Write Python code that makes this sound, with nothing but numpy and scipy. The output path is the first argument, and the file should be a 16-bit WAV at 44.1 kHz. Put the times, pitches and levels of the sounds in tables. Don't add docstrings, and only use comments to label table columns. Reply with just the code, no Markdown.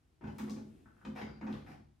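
import sys
import numpy as np
from scipy import signal
from scipy.fft import rfft, irfft
from scipy.io import wavfile

SR = 44100
rng = np.random.default_rng(int(sys.argv[2]) if len(sys.argv) > 2 else 0)


def unload_audio(sound):
    columns = np.transpose(np.atleast_2d(sound))
    steps = np.round(np.clip(columns, -1, 1) * 32767)
    wavfile.write(sys.argv[1], SR, steps.astype(np.int16))


N = 88200
TIME = np.arange(N) / SR
EVENT_SIZE = 16384

# frequency_hz, relative_density_db
AIR_SPECTRUM = [(20, -10), (35, 0), (58, 5.5), (90, 0.5), (150, -7.5), (260, -18), (400, -24.5),
                (800, -19.5), (2000, -27), (5000, -31), (11500, -37.5), (13000, -43), (16000, -76)]
AIR_DB = -72.5
# time_s, level_db
RUSTLE_ENVELOPE = [(0, -75), (.2, -77), (.42, -53), (.62, -64), (.78, -62.5), (.9, -70), (1.05, -63),
                   (1.4, -99), (1.7, -56), (1.88, -102), (2, -104)]
# frequency_hz, gain_db
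RUSTLE_SPECTRUM = [(300, 25), (1000, 0.5), (2800, -0.5), (4500, -8.5), (7000, -9), (11000, -9),
                   (16000, -22)]
# start_s, level_db, settling_s, tilt_db_per_octave
SOLE_IMPACTS = [(0.211, -19, 0.042, -8.5), (0.24, -15, 0.0027, -8), (0.272, -18.5, 0.0076, -6),
                (0.386, -17.5, 0.011, -2), (0.476, -18.5, 0.012, -6.5), (0.564, -20.5, 0.015, -8),
                (1.050, -19, 0.0039, -3.5), (1.215, -9.5, 0.002, -6), (1.412, -17.5, 0.0039, -6.5),
                (1.467, -13, 0.015, -6.5), (1.54, -20, 0.0038, -6.5)]
# frequency_hz, gain_db
SLAP_SPECTRUM = [(100, -11.5), (250, -8.5), (430, -3.5), (600, -5.5), (850, 1.5), (1300, -2), (2200, -2.5),
                 (3600, -10.5), (7000, -13.5), (11000, -36), (16000, -49)]
SLAP_GRAINS_PER_S, SLAP_CRACK = 3000, 0.4
# start_s, level_db, bass_gain_db
DECK_LOADS = [(0.2294, -39.4, 8.1), (0.2664, -45.3, 7.4), (0.3896, -35.7, -6.2), (0.4174, -34.8, -9.5),
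              (0.4641, -49.1, -3.9), (0.502, -35.9, -5.0), (0.5612, -39.8, -6.5), (0.6021, -38.9, -5.5),
              (0.8453, -65.3, 16.6), (0.9402, -69.7, 18.7), (1.0389, -51.2, 3.9), (1.0548, -37.7, -13.1),
              (1.0737, -36.3, -3.3), (1.223, -38.2, 0.9), (1.2867, -45.1, 0.7), (1.4185, -37.1, -8.5),
              (1.441, -34.1, -10.5), (1.4882, -34.5, -5.5), (1.5455, -45.8, 5.5), (1.6775, -49.4, 5.1),
              (1.7814, -57.1, 13.1)]
# pitch_hz, level_db, t60_s, left_lead_rad
DECK_MODES = [(65.2, -14.4, 0.62, 0.0), (75.3, -20.0, 0.43, 0.0), (102.0, -12.9, 0.5, -0.1),
              (143.0, -12.3, 0.6, 0.0), (158.4, -11.6, 0.42, 0.0), (193.5, -12.9, 0.16, -0.5),
              (215.3, 0.6, 0.38, 0.0), (222.3, -12.2, 0.48, 0.0), (258.3, -4.9, 0.29, -0.3),
              (270.1, -9.9, 0.25, -0.3), (295.6, -18.8, 0.59, 0.2), (358.5, -15.1, 0.46, -1.5),
              (523.6, -22.0, 0.52, 1.0)]
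DECK_SWELL_S, BASS_EDGE_HZ, MODE_SPREAD_DB = .009, 175, .5
# frequency_hz, gain_db
BOOM_SPECTRUM = [(22, -24), (35, -28), (48, -16.5), (65, -10), (120, -14.5), (200, 3.5), (270, -5),
                 (340, -2), (450, -14), (700, -17), (1500, -48)]
BOOM_GAIN_DB, BOOM_DECAY_S = 13, .02
# start_s, attack_s, hold_s, release_s, level_db, tilt_db_per_octave
SOLE_DRAGS = [(0.235, 0.031, 0.015, 0.045, -63.5, 2), (1.150, 0.003, 0.015, 0.025, -56.5, 1.5),
              (1.152, 0.0073, 0.038, 0.016, -46.5, -0.07), (1.30, 0.0076, 0.055, 0.072, -71, 0.5),
              (1.48, 0.033, 0.043, 0.032, -60, 1.5), (1.660, 0.006, 0.059, 0.011, -55, -0.1)]
# frequency_hz, gain_db
SCUFF_SPECTRUM = [(150, -17.5), (400, 5.5), (580, 2), (750, 10), (1050, 0), (2100, -0.5), (3300, -12.5),
                  (5500, -15.5), (8000, -32), (12000, -26), (16000, -48)]
SCUFF_GRAINS_PER_S, GRAIN_SPREAD_DB = 700, 3
# start_s, level_db, centre_hz, width_octaves
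FRAME_TICKS = [(0.384, -29, 9900, 3.6), (0.4976, -28, 4440, 0.59), (0.507, -29.5, 5670, 0.31),
               (1.5273, -30, 3330, 0.38)]
# start_s, level_db, length_s
DECK_KNOCKS = [(0.858, -34.5, .03), (0.967, -42, .03), (1.014, -33, .005), (1.277, -27.5, .005),
               (1.429, -24.5, .005)]
# frequency_hz, gain_db
KNOCK_SPECTRUM = [(200, -34), (700, -4.5), (1100, -5.5), (1420, 2), (1900, -9.5), (3000, -36.5),
                  (8000, -46)]
NOMINAL_KNOCKS_PER_S, KNOCK_LOSS_DB_PER_S = 55, 269
# time_s, pitch_hz, level_db
SQUEAL_GLIDE = [(1.219, 5100, -88), (1.254, 4980, -75), (1.321, 4730, -72), (1.37, 4580, -84),
                (1.40, 4600, -79)]
SQUEAL_HALF_WIDTH_HZ = 120
# frequency_hz, t60_s
ROOM_DECAY = [(60, 0.93), (200, 1), (400, 0.52), (800, 0.47), (2000, 0.37), (5000, 0.52), (14000, 0.26)]
# frequency_hz, correlation
ROOM_COHERENCE = [(50, 0.97), (140, 0.71), (250, 0.73), (400, -0.029), (800, -0.11), (1600, -0.0024),
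                  (3000, 0.44), (6000, 0.13), (12000, 0.15)]
ROOM_BUILD_S = 0.0005
DIRECT_GAIN, PAN_DB = 0.37, 1.02
TICK_DIRECT_GAIN, TICK_PAN_DB = .46, 1.1
LOW_CUT_HZ, STOPBAND_HZ = 42, 16800


def from_db(db):
    return 10 ** (np.asarray(db) / 20)


def unit(x):
    return x / np.sqrt(np.sum(x ** 2) + 1e-20)


def at_hz(points, hz):
    frequency, value = np.transpose(points)
    return np.interp(np.log(np.maximum(hz, 1)), np.log(frequency), value)


def add(track, start_s, sound):
    start = int(start_s * SR)
    track[..., start:start + sound.shape[-1]] += sound[..., :N - start]


def coloured(x, gain_db):
    cepstrum = irfft(gain_db(np.fft.rfftfreq(EVENT_SIZE, 1 / SR)) * np.log(10) / 20)
    cepstrum[1:EVENT_SIZE // 2] *= 2
    cepstrum[EVENT_SIZE // 2 + 1:] = 0
    response = unit(irfft(np.exp(rfft(cepstrum))))
    return signal.fftconvolve(x, response)[:len(x)]


def tilted(spectrum, db_per_octave=0):
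    return lambda hz: at_hz(spectrum, hz) + db_per_octave * np.log2(np.maximum(hz, 200) / 1000)


def grains(per_s, size):
    strength = from_db(GRAIN_SPREAD_DB * np.minimum(rng.exponential(1, size), 3))
    polarity = rng.choice([-1, 1], size)
    occurs = rng.random(size) < per_s / SR
    return unit(strength * polarity * occurs) * np.sqrt(size)


def diffuse(size):
    hz = np.fft.rfftfreq(size, 1 / SR)
    alike = at_hz(ROOM_COHERENCE, hz)
    mid, side = rfft(rng.standard_normal((2, size)))
    return hz, (np.sqrt(1 + alike) * mid + np.sqrt(1 - alike) * side * [[1], [-1]]) / np.sqrt(2)


def in_room(x, direct_gain):
    t, tail = TIME[:2 * EVENT_SIZE], 0
    hz, noise = diffuse(len(t))
    octave = np.log2(np.clip(hz, 62.5, 16000) / 62.5)
    build = 1 - np.exp(-t / ROOM_BUILD_S)
    for k in range(9):
        band = irfft(noise * np.maximum(1 - abs(octave - k), 0))
        fade = from_db(-60 * t / at_hz(ROOM_DECAY, 62.5 * 2 ** k))
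        tail = tail + band * unit(fade * build)
    return direct_gain * x + signal.fftconvolve(x[None], tail, axes=1)[:, :N]


def room_air():
    hz, noise = diffuse(N)
    floor = irfft(noise * from_db(at_hz(AIR_SPECTRUM, hz)))
    return from_db(AIR_DB) * floor / floor.std()


def clothes_rustle():
    hiss = coloured(rng.standard_normal(N), tilted(RUSTLE_SPECTRUM))
    return hiss * from_db(np.interp(TIME, *np.transpose(RUSTLE_ENVELOPE)))


def sole_slaps():
    out = np.zeros(N)
    for start_s, level_db, settling_s, tilt in SOLE_IMPACTS:
        contact = unit(grains(SLAP_GRAINS_PER_S, EVENT_SIZE) * np.exp(-TIME[:EVENT_SIZE] / settling_s))
        contact[0] += SLAP_CRACK
        add(out, start_s, from_db(level_db) * coloured(unit(contact), tilted(SLAP_SPECTRUM, tilt)))
    return out


def deck_boom():
    rings, pushes, t = np.zeros((2, N)), np.zeros(N), TIME[:2 * EVENT_SIZE]
    swell = 1 - np.exp(-t / DECK_SWELL_S)
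    sides = np.array([[.5], [-.5]])
    modes = np.array([from_db(db - 60 * t / t60) * swell * np.sin(2 * np.pi * hz * t + lead * sides)
                      for hz, db, t60, lead in DECK_MODES])
    mode_hz = np.array(DECK_MODES)[:, 0]
    bass_share = 1 / (1 + (mode_hz / BASS_EDGE_HZ) ** 6)
    for start_s, level_db, bass_gain_db in DECK_LOADS:
        scatter_db = MODE_SPREAD_DB * rng.standard_normal(len(modes))
        strengths = from_db(level_db + bass_gain_db * bass_share + scatter_db)
        add(rings, start_s, np.tensordot(strengths, modes, axes=1))
        burst = rng.standard_normal(EVENT_SIZE) * np.exp(-TIME[:EVENT_SIZE] / BOOM_DECAY_S)
        push = unit(coloured(burst, tilted(BOOM_SPECTRUM)))
        add(pushes, start_s, from_db(level_db + BOOM_GAIN_DB) * push)
    return rings + in_room(pushes, DIRECT_GAIN)


def sole_scuffs():
    out, t = np.zeros(N), TIME[:EVENT_SIZE]
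    for start_s, attack_s, hold_s, release_s, level_db, tilt in SOLE_DRAGS:
        pressure = np.minimum(t / attack_s, 1) * np.exp(-np.maximum(t - attack_s - hold_s, 0) / release_s)
        friction = grains(SCUFF_GRAINS_PER_S, EVENT_SIZE) * pressure
        add(out, start_s, from_db(level_db) * coloured(friction, tilted(SCUFF_SPECTRUM, tilt)))
    return out


def frame_ticks():
    out = np.zeros(N)
    for start_s, level_db, centre_hz, width_octaves in FRAME_TICKS:
        peak_db = lambda hz: -20 * np.log10(1 + (np.log2((hz + 1) / centre_hz) / width_octaves) ** 2)
        add(out, start_s, from_db(level_db) * coloured(signal.unit_impulse(EVENT_SIZE), peak_db))
    return out


def deck_knocks():
    clicks = np.zeros(N)
    for start_s, level_db, length_s in DECK_KNOCKS:
        gaps = rng.uniform(0.17, 1.7, size=12) / NOMINAL_KNOCKS_PER_S
        delays = np.cumsum(gaps) - gaps[0]
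        for delay in delays[delays < length_s]:
            clicks[int((start_s + delay) * SR)] += from_db(level_db - KNOCK_LOSS_DB_PER_S * delay)
    return coloured(clicks, tilted(KNOCK_SPECTRUM))


def sole_squeal():
    time_s, pitch_hz, level_db = np.transpose(SQUEAL_GLIDE)
    lowpass = signal.butter(2, SQUEAL_HALF_WIDTH_HZ, fs=SR, output="sos")
    rough = signal.sosfilt(lowpass, rng.standard_normal((2, N)))
    phase = 2 * np.pi * np.cumsum(np.interp(TIME, time_s, pitch_hz)) / SR
    tone = rough[0] * np.cos(phase) - rough[1] * np.sin(phase)
    sliding = (TIME > time_s[0]) & (TIME < time_s[-1])
    return tone / tone.std() * from_db(np.interp(TIME, time_s, level_db)) * sliding


def scene():
    walker = sole_slaps() + sole_scuffs() + deck_knocks() + sole_squeal() + clothes_rustle()
    walker = in_room(walker, DIRECT_GAIN) * from_db([[PAN_DB], [-PAN_DB]])
    frame = in_room(frame_ticks(), TICK_DIRECT_GAIN) * from_db([[TICK_PAN_DB], [-TICK_PAN_DB]])
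    return deck_boom() + walker + frame + room_air()


def record(dry):
    thinned = signal.sosfilt(signal.butter(3, LOW_CUT_HZ, "high", fs=SR, output="sos"), dry)
    return signal.sosfilt(signal.cheby2(12, 60, STOPBAND_HZ, fs=SR, output="sos"), thinned)


dry = scene()
out = record(dry)
unload_audio(out)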